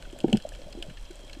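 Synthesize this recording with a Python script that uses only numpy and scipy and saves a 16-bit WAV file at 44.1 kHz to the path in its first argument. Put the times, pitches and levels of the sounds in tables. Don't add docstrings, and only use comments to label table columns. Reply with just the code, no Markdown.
import sys
import numpy as np
from scipy import signal
from scipy.fft import rfft, irfft, next_fast_len
from scipy.io import wavfile

SR = 44100
rng = np.random.default_rng(int(sys.argv[2]) if len(sys.argv) > 2 else 0)


def unload_audio(sound):
    columns = np.transpose(np.atleast_2d(sound))
    steps = np.round(np.clip(columns, -1, 1) * 32767)
    wavfile.write(sys.argv[1], SR, steps.astype(np.int16))


N = 61739
T = np.arange(N) / SR

# (time [s], level [dB], pitch [Hz], attack [s], housing drive [dB])
KNOCKS_AND_BLIPS = [(.071, -47, 252.7, 0.0032, -52.5), (0.129, -33.5, 336, .004, -61),
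                    (.160, -39, 620, 0.0034, -66), (0.2405, -13, 306.3, 0.0063, -21.5),
                    (0.2493, -20.5, 323, 0.0051, -40), (0.263, -29, 146, 0.0065, -63),
                    (0.2791, -27.5, 244, 0.0038, -34), (.289, -28.5, 269, 0.008, -35),
                    (.302, -35, 290, 0.0074, -41.5), (0.3257, -25, 544, .004, -27),
                    (.329, -23.5, 132, 0.013, -53), (0.3282, -11.5, 211.8, .012, -35.5),
                    (.344, -17.5, 355, 0.0037, -28), (.364, -28, 191, 0.0078, -40),
                    (0.4496, -25, 606, 0.0039, -51.5), (.469, -39, 620, 0.0028, -68),
                    (.518, -44, 600, 0.0041, -73), (.587, -42.5, 524, .008, -53.5),
                    (.617, -39.5, 574, 0.0027, -71), (0.659, -39.5, 154, 0.0043, -56),
                    (.668, -41, 588, 0.004, -61), (.683, -39, 596, 0.0049, -58),
                    (0.75, -30, 294, 0.0016, -49), (.772, -33, 319, 0.0045, -64),
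                    (.784, -33.5, 354, 0.0044, -56), (0.798, -39, 325, 0.0054, -64),
                    (.824, -42.5, 580, 0.0034, -52), (.848, -41.5, 590, 0.0068, -75),
                    (.865, -43, 528, 0.0035, -55.5), (.882, -31, 139, 0.0044, -60),
                    (.907, -37, 163, 0.0047, -78), (1.101, -37.5, 354, 0.0072, -64),
                    (1.193, -47, 572, 0.005, -57), (1.237, -41.5, 355, 0.0031, -58),
                    (1.366, -37.5, 297, 0.0063, -73)]
# (frequency [Hz], gain [dB], decay to -60 dB [s])
HOUSING_MODES = [(133, -4, 0.068), (221, 3, 0.055), (342, -6.5, 0.097), (448, 6, 0.031), (606, -8, 0.039),
                 (660, -8, 0.03), (773, -2, 0.036), (910, -11.5, 0.045)]


def knocks_and_blips():
    tones, onsets = np.zeros(N), np.zeros(N)
    for start, db, hz, attack_s, drive_db in KNOCKS_AND_BLIPS:
        age = np.maximum(T - start, 0)
        tones += from_db(db) * swell(age, attack_s, shape=2.83) * np.sin(2 * np.pi * hz * age)
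        onsets[int(start * SR)] += from_db(drive_db)
    body = sum((-1) ** k * from_db(db) * ring(onsets, hz, t60)
               for k, (hz, db, t60) in enumerate(HOUSING_MODES))
    dull_body = cut(body, 955, "low", order=8)
    return cut(tones + dull_body, 91, "high", order=2)


# (time [s], level [dB], pitch [Hz], attack [s])
CLACKS = [(.051, -45.5, 1480, 0.0033), (0.2403, -43, 1490, 0.0022), (.3293, -20.5, 2970, 0.0011),
          (.5192, -43, 1700, 0.002), (0.8245, -25, 3220, 0.0014)]
# (frequency [ratio to pitch], gain [dB])
SHELL_PARTIALS = [(.48, -25), (.85, -15.5), (0.998, -1), (1.32, -16)]


def shell_clacks():
    clacks = np.zeros(N)
    for start, db, hz, attack_s in CLACKS:
        age = np.maximum(T - start, 0)
        tone = sum(from_db(partial_db) * np.sin(2 * np.pi * hz * ratio * age)
                   for ratio, partial_db in SHELL_PARTIALS)
        clacks += from_db(db) * swell(age, attack_s, shape=1.74) * tone
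    return clacks


# (time [s], tap [dB], ring [dB], crack [dB], sizzle [dB], decay [s])
SNAPS = [(0.024, -52.5, -55.5, -60.5, -63, 0.0013), (0.0486, -69, -54, -72, -78, 0.0026),
         (.0992, -59, -57, -71, -82, 0.0017), (.126, -75, -56, -68, -62.5, .0015),
         (0.1876, -60, -49.5, -67, -51.5, 0.0015), (0.2035, -64, -46.5, -50, -54.5, 0.00021),
         (0.237, -58, -49, -67, -68, 0.0018), (0.2808, -53.5, -50, -68, -61, 0.0028),
         (0.297, -54, -55, -56, -62, 0.0043), (0.3285, -49, -33, -43, -43.5, 0.00072),
         (0.353, -51.5, -53, -68, -84, 0.0018), (0.3588, -63, -53, -64, -69, 0.0011),
         (0.3711, -55, -45, -44, -48, 0.001), (0.4, -57.5, -47, -71, -66, 0.00076),
         (0.422, -78, -57.5, -57, -62, 0.0021), (0.49, -67, -57.5, -57.5, -50, 0.00059),
         (0.535, -71, -53, -64, -68, .0022), (0.549, -51, -53, -60.5, -62.5, 0.0022),
         (0.616, -62, -59, -58, -71, 0.0025), (0.725, -59, -53, -50.5, -61, 0.0032),
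         (0.8255, -43.5, -38, -51, -52.5, 0.0011), (0.897, -53.5, -51.5, -62, -65, 0.0042),
         (0.9702, -53.5, -49.5, -58, -72, 0.0043), (1.051, -86, -59, -57.5, -70, 0.0046),
         (1.107, -59, -66, -58, -58.5, 0.0033), (1.156, -81, -70, -66, -60, 0.00049),
         (1.278, -73, -54, -71, -64, 0.0015), (1.2958, -54.5, -50, -60, -65.5, 0.0024),
         (1.33, -53.5, -50.5, -47, -59.5, .0018), (1.348, -63, -54.5, -63, -78, 0.0019)]
# (frequency [Hz], width [Hz], gain [dB])
TAP_MODES = [(1514, 75, 0), (1730, 120, -1.5), (2190, 200, -2)]
RING_MODES = [(2690, 82, -0.5), (2967, 250, 0), (3217, 98, -3)]
CRACK_MODES = [(4266, 130, 7.5), (4923, 410, 2.5), (5940, 540, -4.5)]
SIZZLE_MODES = [(7300, 490, 5), (8150, 1000, 0), (9100, 300, -8), (10200, 590, -18.5), (12000, 1100, -17)]


def snaps():
    tail_db, tail_decay_s = -25.5, 0.013
    drives = np.zeros((4, N))
    for start, *drives_db, decay_s in SNAPS:
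        age = np.maximum(T - start, 0)
        attack = np.sqrt(np.minimum(age / decay_s, 1))
        tail = from_db(tail_db) * np.exp(-age / tail_decay_s)
        pulse = attack * (np.exp(-age / decay_s) + tail)
        pulse /= np.sqrt(np.sum(pulse ** 2) / (.01 * SR))
        drives += np.outer(from_db(drives_db), pulse)
    polarities = rng.choice([-1., 1.], (4, N))
    registers = (TAP_MODES, RING_MODES, CRACK_MODES, SIZZLE_MODES)
    return sum(housing_wall(drive, modes) for drive, modes in zip(drives * polarities, registers))


# (time [s], length [s], level [dB])
SCRAPES = [(0.526, 0.015, -54), (1.055, 0.022, -56), (1.24, 0.077, -78)]


def sand_scrapes():
    envelope = np.zeros(N)
    for start, length_s, db in SCRAPES:
        position = 2 * (T - start) / length_s - 1
        envelope += from_db(db) * np.sqrt(np.maximum(1 - position ** 2, 0))
    grains = rng.laplace(0, np.sqrt(.5), N)
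    return housing_wall(envelope * grains, RING_MODES)


# (frequency [Hz], gain [dB])
CRACKLE_EQ = [(1000, 1), (1500, 8), (2000, 5), (2900, 6), (3700, -0.5), (5500, 7), (8000, 2), (11000, -2),
              (13500, -20), (15500, -35)]
HISS_EQ = [(700, 5), (1000, 4.5), (1250, 0), (1600, 1.5), (2000, -2), (2700, 1.5), (3600, -4.5),
           (5000, -4.5), (6500, -11), (7800, -3), (10000, -17.5), (13500, -18.5), (15500, -33)]
# (frequency [Hz], width [Hz], level [dB])
WALL_TONES = [(3223, 120, -61.5), (4046, 74, -68)]


def far_crackle():
    snaps_per_s, spread_db, smear_s = 260, 3.0, 0.0011
    crackle_db, hiss_db = -63.5, -57.5
    sizes = from_db(spread_db * np.minimum(rng.exponential(1, N), 3.5))
    triggers = rng.random(N) < snaps_per_s / SR
    power = signal.lfilter([1], [1, -np.exp(-1 / (smear_s * SR))], sizes ** 2 * triggers + 1e-18)
    grains = np.sqrt(power) * rng.standard_normal(N)
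    crackle = unit_power(equalise(grains, CRACKLE_EQ))
    wall_tones = sum(from_db(db) * unit_power(resonance(rng.standard_normal(N), hz, width))
                     for hz, width, db in WALL_TONES)
    return from_db(crackle_db) * crackle + from_db(hiss_db) * noise(HISS_EQ) + wall_tones


# (frequency [Hz], gain [dB])
RUMBLE_EQ = [(15, -6.5), (26, -5.5), (36, 3), (48, -14), (65, -17), (120, -24.5), (300, -69)]
BURBLE_EQ = [(80, 4.5), (160, 0.5), (300, 2.5), (430, -3.5), (580, 5.5), (700, -3), (900, -12.5),
             (1300, -46)]
# (time [s], level [dB])
RUMBLE_FADER = [(0, -43), (.09, -41.5), (.18, -48), (.3, -40), (.42, -44), (.52, -40.5), (.68, -40.5),
                (.74, -48), (.86, -39.5), (.92, -41), (1.04, -41), (1.1, -46.5), (1.4, -44.5)]
BURBLE_FADER = [(0, -48.5), (.1, -55.5), (.19, -48), (.42, -54.5), (.55, -52), (.68, -54), (.73, -51.5),
                (.9, -51), (1.0, -63.5), (1.15, -56.5), (1.23, -53), (1.4, -53.5)]


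def water():
    rumble = fader(RUMBLE_FADER) * noise(RUMBLE_EQ)
    burble = fader(BURBLE_FADER) * noise(BURBLE_EQ)
    return rumble + burble


def housing_wall(drive, modes):
    skirt_ratio = 1.143
    band_hz = [modes[0][0] / skirt_ratio, min(modes[-1][0] * skirt_ratio, .45 * SR)]
    drive_and_click = np.stack([drive, signal.unit_impulse(N)])
    ringing = sum(from_db(db) * resonance(drive_and_click, hz, width) for hz, width, db in modes)
    sound, click_response = cut(ringing, band_hz, "band", order=2)
    return sound / np.sqrt(np.sum(click_response ** 2))


def swell(age, attack_s, shape):
    return (age / attack_s * np.exp(1 - age / attack_s)) ** shape


def from_db(db):
    return 10 ** (np.asarray(db) / 20)


def unit_power(x):
    return x / np.sqrt(np.mean(x ** 2) + 1e-20)


def fader(points):
    return from_db(np.interp(T, *np.transpose(points)))


def equalise(x, curve):
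    size = next_fast_len(2 * N)
    hz, db = np.transpose(curve)
    bin_hz = np.arange(size // 2 + 1) * SR / size
    gain = from_db(np.interp(np.log(bin_hz + 1), np.log(hz), db))
    cepstrum = irfft(np.log(unit_power(gain)), size)
    cepstrum[1:size // 2] *= 2
    cepstrum[size // 2 + 1:] = 0
    return irfft(rfft(x, size) * np.exp(rfft(cepstrum)), size)[:N]


def noise(curve):
    return unit_power(equalise(rng.standard_normal(N), curve))


def resonance(x, hz, width_hz):
    radius, angle = np.exp(-np.pi * width_hz / SR), 2 * np.pi * hz / SR
    feedback = [1, -2 * radius * np.cos(angle), radius ** 2]
    return signal.lfilter(np.array([1, 0, -1]) * (1 - radius ** 2) / 2, feedback, x + 1e-18)


def ring(clicks, hz, t60):
    radius, angle = np.exp(-np.log(1000) / (t60 * SR)), 2 * np.pi * hz / SR
    feedback = [1, -2 * radius * np.cos(angle), radius ** 2]
    return signal.lfilter([0, np.sin(angle)], feedback, clicks + 1e-18)


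def cut(x, hz, kind, order):
    return signal.sosfilt(signal.butter(order, hz, kind, fs=SR, output="sos"), x)


def scene():
    return (knocks_and_blips() + shell_clacks() + snaps() + sand_scrapes() + far_crackle() + water())[None]


def record(dry):
    cutoff_hz = 15500
    return signal.sosfilt(signal.ellip(10, .1, 80, cutoff_hz, fs=SR, output="sos"), dry)


dry = scene()
out = record(dry)
unload_audio(out)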